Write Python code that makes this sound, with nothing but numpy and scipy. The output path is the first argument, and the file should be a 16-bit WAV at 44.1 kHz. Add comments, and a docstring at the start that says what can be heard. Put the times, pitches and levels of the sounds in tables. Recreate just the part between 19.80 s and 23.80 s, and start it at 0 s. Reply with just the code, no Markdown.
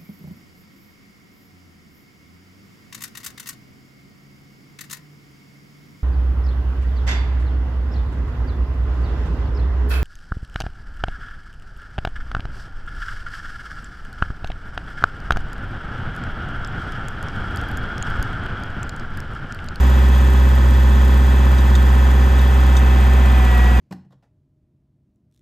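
"""A fast, steady exhaust drone and the clatter of a four-cylinder diesel: a trencher in an open gravel yard.
Periodic combustion forces the block and panels, so their pattern repeats every cycle of four firings;
an order is a multiple of that cycle's rate. As the digging boom lifts, the slack chain clinks by impact.
Near the end the hydraulic pump takes load: it whines, the boom groans, and the engine sags and hardens."""
import sys
import numpy as np
from scipy import signal
from scipy.fft import rfft, irfft
from scipy.io import wavfile

SR = 44100
rng = np.random.default_rng(int(sys.argv[2]) if len(sys.argv) > 2 else 0)


def int16_out(signal):
    """Quantize to a 16-bit WAV file."""
    q = np.round(np.clip(np.atleast_2d(signal).T, -1, 1) * 32767)
    wavfile.write(sys.argv[1], SR, q.astype(np.int16))


N = 176400
TIME = np.arange(N) / SR
FREQ = np.maximum(np.arange(N // 2 + 1) * SR / N, 1)


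def undb(db):
    """Amplitude ratio of a level in decibels."""
    return 10 ** (np.asarray(db) / 20)

def unit(x):
    """Normalisation to rms 1."""
    return x / np.sqrt(np.mean(x ** 2))

def curve(rows):
    """Linear interpolation of (t/s, value) rows."""
    return np.interp(TIME, *np.array(rows).T)

def across(rows):
    """Interpolation of (f/Hz, value) rows on a logarithmic frequency axis."""
    hz, value = np.array(rows).T
    return np.interp(np.log(FREQ), np.log(hz), value)

def colour(x, *tables):
    """Zero-phase filters in cascade: the gains of their (f/Hz, gain/dB) tables add."""
    return irfft(rfft(x) * undb(sum(across(rows) for rows in tables)), N)

def ring(x, hz, width_hz):
    """Forced response of a damped resonator, with gain 1 at resonance."""
    return irfft(rfft(x) / (1 + 1j * (FREQ / hz - hz / FREQ) * hz / width_hz), N)

def noise():
    """White Gaussian noise."""
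    return rng.standard_normal(N)

def walk(rate_hz):
    """Slow random fluctuation: low-passed noise of rms 1."""
    return unit(irfft(rfft(noise()) / (1 + (FREQ / rate_hz) ** 4), N))

def tone(turns):
    """Sinusoid of rms 1 and random initial phase."""
    return np.sqrt(2) * np.sin(2 * np.pi * (turns + rng.random()))

def repeating(cycle, size=2744):
    """Periodic noise: one flat-spectrum waveform recurs in every engine cycle."""
    period = irfft(np.exp(2j * np.pi * rng.random(size // 2 + 1)), 4 * size)
    return unit(np.interp(cycle % 1, np.linspace(0, 1, len(period), endpoint=False), period))

def burst(turns, decay):
    """A sudden onset once a turn, then exponential decay with a time constant in turns."""
    return np.exp(-(turns % 1) / decay)

def swell(at, width):
    """Gaussian pulse in time, down to 1/e at one width from its centre."""
    return np.exp(-((TIME - at) / width) ** 2)


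# Harmonics of exhaust and body: order, rms level/dB
EXHAUST_HARMONICS = [(4, -10.5), (5, -36.5), (6, -55), (7, -38.5), (8, -27), (9, -45.5), (11, -46.5),
                     (12, -37), (13, -33), (14, -37), (15, -47.5), (16, -40), (18, -40), (22, -45.5),
                     (24, -36.5), (32, -46.5), (33, -41.5), (35, -45.5), (36, -43.5)]
# Brief dips of the firing tone and its octave: t/s, gain/dB, width/s
DRONE_DIPS = [(.53, -0.5, 0.012), (1.78, -2.5, 0.013), (1.88, -3, 0.0069), (2.495, -7.5, 0.0062)]
# Spectrum of the low rumble: f/Hz, relative level/dB
RUMBLE_SPECTRUM = [(20, -36), (40, -2), (60, -25), (90, 9.5), (120, -6), (160, 4.5), (220, 3), (300, -37),
                   (500, -25)]

def exhaust(cycle):
    """Periodic gas pulses radiate a harmonic series, joined by the fan's blade tone and a low rumble."""
    fan_order, fan_db, rumble_db = 15.5, -36, -36.5
    dip_db = sum(db * swell(at, width) for at, db, width in DRONE_DIPS)
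    drone = 0
    for order, db in EXHAUST_HARMONICS:
        if order in (4, 8):  # firing tone and octave, locked in phase for a sharp trough
            locked = -np.sqrt(2) * np.cos(2 * np.pi * order * cycle)
            drone += undb(db + 0.3 * walk(6.6) + dip_db) * locked
        else:
            drone += undb(db + walk(3.8)) * tone(order * cycle)
    fan = undb(fan_db + 2.5 * walk(4)) * tone(fan_order * cycle + .12 * walk(3))
    rumble = undb(rumble_db) * unit(colour(noise(), RUMBLE_SPECTRUM))
    soft_ends = np.minimum(1, np.minimum(TIME, TIME[-1] - TIME) / .004)
    return soft_ends * (drone + fan + rumble)


# Frequency response of the engine block: f/Hz, gain/dB
BLOCK_RESPONSE = [(150, -5.5), (240, -7.5), (320, 2), (385, 0), (450, 1.5), (550, -3), (650, -2.5),
                  (780, -4.5), (880, -1.5), (980, 2), (1150, -3), (1300, 1.5), (1500, -2), (1650, -5.5),
                  (1850, -8), (2020, -11), (2150, -15), (2600, -16), (2900, -17), (3350, -15.5),
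                  (4000, -24.5), (5500, -27), (6600, -27), (10000, -46), (15000, -46)]
# Weighting of the clatter that repeats each cycle: f/Hz, gain/dB
PERIODIC_WEIGHT = [(150, -24), (400, -4), (560, -9), (780, -3), (1000, -5.5), (1300, -3), (2000, 1),
                   (3500, 1.5), (6000, -10), (15000, -4)]
# Weighting of the rattle that is new each cycle: f/Hz, gain/dB
RANDOM_WEIGHT = [(150, 3), (300, 0.5), (600, -5.5), (1000, -8.5), (2000, -6), (3500, -3.5), (6000, 0.5),
                 (15000, 8)]
# Spectral rise at full load: f/Hz, multiple of hardening_db
HARDENING_SHAPE = [(200, 0.3), (350, 0.3), (540, 0.14), (750, 1.4), (1000, .9), (1500, .95), (2000, .6),
                   (2500, 1.35), (4000, 0.24), (12000, 1.22)]

def block(cycle, load):
    """Forced vibration: each firing shakes the block, and load hardens the middle and upper range."""
    clatter_db, rattle_db, hardening_db = -33.5, -33, 5
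    force = 1 + 0.74 * burst(4 * cycle, decay=0.9) * undb(2 * walk(30))
    clatter = undb(clatter_db) * unit(colour(repeating(cycle) * force, BLOCK_RESPONSE, PERIODIC_WEIGHT))
    rattle = undb(rattle_db) * unit(colour(noise() * force, BLOCK_RESPONSE, RANDOM_WEIGHT))
    unloaded = clatter + rattle
    loaded = colour(unloaded, [(hz, hardening_db * share) for hz, share in HARDENING_SHAPE])
    return unloaded + load * (loaded - unloaded)


# Knock of each cylinder in firing order: relative level/dB
CYLINDER_LEVELS = [0, -9, -11, -14]

def knock(cycle):
    """Impulse excitation: every firing strikes a resonance of the block, one cylinder hardest."""
    hz, width_hz, level_db = 965, 130, -38
    firings = 4 * (cycle - .795)  # the hardest blow falls late in the cycle
    strength = undb(CYLINDER_LEVELS)[np.floor(firings).astype(int) % 4]
    blows = burst(firings, decay=.014) * strength * undb(walk(23))
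    return undb(level_db) * unit(ring(ring(blows, hz, width_hz), hz, 2 * width_hz))


# Modes of covers and panels: f/Hz, bandwidth/Hz, rms level/dB, change at full load/dB
PANEL_MODES = [(1483, 27, -52, 6), (1782, 26, -52, 5), (1920, 37, -47, -4), (2470, 20, -52, 7),
               (2603, 24, -49, 3.5), (2920, 130, -54, -2), (3315, 150, -48, 2), (3540, 45, -59, -3),
               (3604, 76, -60.5, 4), (4760, 56, -58, 0), (6450, 50, -58, -3), (7020, 130, -59.5, -3),
               (8260, 360, -56.5, 3)]

def panels(cycle, load):
    """Resonance: broadband shaking, mostly periodic, drives narrow modes whose levels shift with load."""
    shake = repeating(cycle) + undb(-6) * noise()
    return sum(undb(db + load_db * load + 2 * walk(8.9)) * unit(ring(shake, hz, width_hz))
               for hz, width_hz, db, load_db in PANEL_MODES)


# Spectral lines of the timing gears and block: order, rms level/dB
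TIMING_LINES = [(46, -46), (50, -42.5), (52, -46), (54, -53), (60, -45.5), (67, -45.5), (78, -43.5),
                (92, -47.5), (94, -43.5), (95, -46.5), (101, -53), (103, -48.5), (109, -52.5), (117, -54.5),
                (121, -52.5), (146, -53.5), (162, -55.5), (199, -56), (207, -51)]

def valve_gear(cycle, load):
    """Valve impacts give uneven high ticks twice a cycle; meshing timing gears give a line spectrum."""
    tick_hz, width_hz, tick_db = 12300, 25000, -50
    strength = undb(8.2 * np.tanh(walk(34)) + 3.7 * load)
    taps = strength * burst(2 * cycle - 0.14, decay=0.28) * noise()
    ticks = unit(ring(ring(taps, tick_hz, width_hz), tick_hz, 2 * width_hz))
    buzz = sum(undb(db - 0.2 * walk(4.5)) * tone(order * cycle) for order, db in TIMING_LINES)
    return undb(tick_db) * ticks + buzz


# Scattered sound relative to the block's response: f/Hz, gain/dB
YARD_SCATTERING = [(200, -9), (600, -2), (2000, -2), (4000, 5), (7000, 8), (12000, 7)]

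def yard(level_db=-41):
    """Diffuse field: scattering by gravel and parked equipment, as independent noise in each channel."""
    wash = [unit(colour(noise(), BLOCK_RESPONSE, YARD_SCATTERING)) for _ in range(2)]
    return undb(level_db) * np.array(wash)


# Pump pressure, peaking as the engine starts to sag: t/s, fraction of full pressure
PUMP_PRESSURE = [(0, 0), (2.5, .3), (3.1, .62), (3.45, .95), (3.62, 1), (3.76, .76), (4, .7)]
# Pump whine: harmonic number, rms level at full pressure/dB, rise from zero pressure/dB
PUMP_HARMONICS = [(3, -42, 24), (5, -43, 28), (6, -42.5, 24), (7, -47, 10), (8, -41.5, 3), (9, -42, 12),
                  (10, -48, 20), (11, -44, 26), (12, -49, 18), (14, -51, 20)]

def hydraulics(cycle, firing_hz, load):
    """Gear whine grows with load, pump whine with pressure; pipe resonance lifts a harmonic nearing it."""
    gear_order, gear_db, pump_order = 48, -33, 14
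    pipe_hz, pipe_width_hz, pipe_peak_db = 1920, 66, 13.5
    whine = undb(gear_db + 1.2 * walk(8.3)) * load ** 1.15 * tone(gear_order * cycle)
    pressure = curve(PUMP_PRESSURE)
    for harmonic, db, rise_db in PUMP_HARMONICS:
        order = harmonic * pump_order
        hz = order * firing_hz / 4
        pipe_db = pipe_peak_db / (1 + (2 * (hz - pipe_hz) / pipe_width_hz) ** 2)
        level_db = db + pipe_db + rise_db * (pressure - 1) + 0.55 * walk(14)
        whine += undb(level_db) * tone(order * cycle)
    return whine


# Impacts of the chain: t/s, peak level/dB, contact decay time/s, treble gain/dB
CHAIN_IMPACTS = [(1.7838, -26, .012, 0), (1.9525, -17.5, .004, -1), (2.592, -26.5, .006, -6),
                 (2.9667, -19.5, .007, 2)]
# Modes of a chain link: f/Hz, relative level/dB, T60/s
LINK_MODES = [(3720, 5.5, 0.017), (4620, -5, 0.034), (5680, -4.5, 0.025), (6420, -5, 0.047),
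              (8200, -4.5, 0.037)]

def chain():
    """Damped free vibration: slack links drop against the rising boom, crack and ring briefly."""
    clinks = 0
    for at, db, decay, treble_db in CHAIN_IMPACTS:
        contact = (TIME >= at) * np.exp(-np.abs(TIME - at) / decay) * noise()
        modes = sum(undb(mode_db) * unit(ring(contact, hz, width_hz=np.log(1000) / np.pi / t60))
                    for hz, mode_db, t60 in LINK_MODES)
        crack = undb(-3) * unit(ring(ring(contact, 5300, 5000), 5300, 5000))
        clink = colour(modes + crack, [(3800, 0.0077), (5500, treble_db)])
        clinks += undb(db) * clink / np.abs(clink).max()
    return clinks


# Groans of the boom: t/s, width/s, order, rms level at the crest/dB
BOOM_GROANS = [(3.02, .17, 14, -26.5), (3.26, .1, 20, -33), (3.3, .18, 12, -35), (3.5, .14, 14, -32),
               (3.88, .16, 15, -35)]

def groans(cycle):
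    """Amplitude modulation: in each groan of the straining boom, one low engine order swells and fades."""
    return sum(undb(db) * swell(at, width) * tone(order * cycle) for at, width, order, db in BOOM_GROANS)


# Phase lead of the left microphone port over the right: f/Hz, phase/rad
LEFT_LEAD = [(60, .1), (300, .2), (530, .8), (690, .2), (1100, 1.3), (1320, 2), (1480, 4.1), (1620, 4.8),
             (1750, 6.4), (2300, 6.2), (2600, 7), (3400, 7.3), (4500, 6.3), (5700, 4.8), (6600, 6.2),
             (7700, 6.1), (9500, 3.2), (11000, 2.8), (12000, .4), (13500, -.1), (15000, -2.8)]
# Excess level at the left port: f/Hz, level/dB
LEFT_EXCESS = [(60, -.6), (130, -1.5), (380, -3.5), (600, 3), (800, -1), (1080, 5), (1430, -10), (1800, 3),
               (2200, 1.5), (4400, 1.5), (12000, -0.5)]

def ports(x):
    """Two-point reception: the microphone ports differ in phase and level, at constant total power."""
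    left = undb(across(LEFT_EXCESS) / 2) * np.exp(.5j * across(LEFT_LEAD))
    pair = np.array([left, 1 / left])
    pair /= np.sqrt(np.mean(np.abs(pair) ** 2, axis=0))
    return irfft(rfft(x) * pair, N)


# Firing rate of the engine: t/s, f/Hz
FIRING_RATE = [(0, 64.21), (.6, 64.36), (2.1, 64.37), (2.9, 64.26), (3.4, 64.03), (3.55, 63.55),
               (3.7, 61.6), (3.79, 60.9), (3.88, 61.2), (4, 62.1)]
# Hydraulic load: t/s, fraction of full load
HYDRAULIC_LOAD = [(0, 0.25), (.9, 0), (1.4, 0.12), (2.7, 0.39), (3.05, 0.52), (3.5, 0.62), (3.78, 0.95),
                  (4, 0.73)]

def scene():
    """Synchronous excitation: one crankshaft sets the phase of exhaust, block, valves and pump."""
    firing_hz = curve(FIRING_RATE) * (1 + 0.000522 * walk(5.57))
    load = curve(HYDRAULIC_LOAD)
    cycle = np.cumsum(firing_hz) / SR / 4  # four firings to a cycle
    engine = exhaust(cycle) + block(cycle, load) + knock(cycle)
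    engine += panels(cycle, load) + valve_gear(cycle, load)
    return ports(engine + hydraulics(cycle, firing_hz, load) + chain()) + yard()

def record(dry, cutoff_hz=15500):
    """Band limiting: an elliptic low-pass filter removes the highest treble."""
    return signal.sosfilt(signal.ellip(8, .2, 70, cutoff_hz, fs=SR, output="sos"), dry)


dry = scene()
out = record(dry)
int16_out(out)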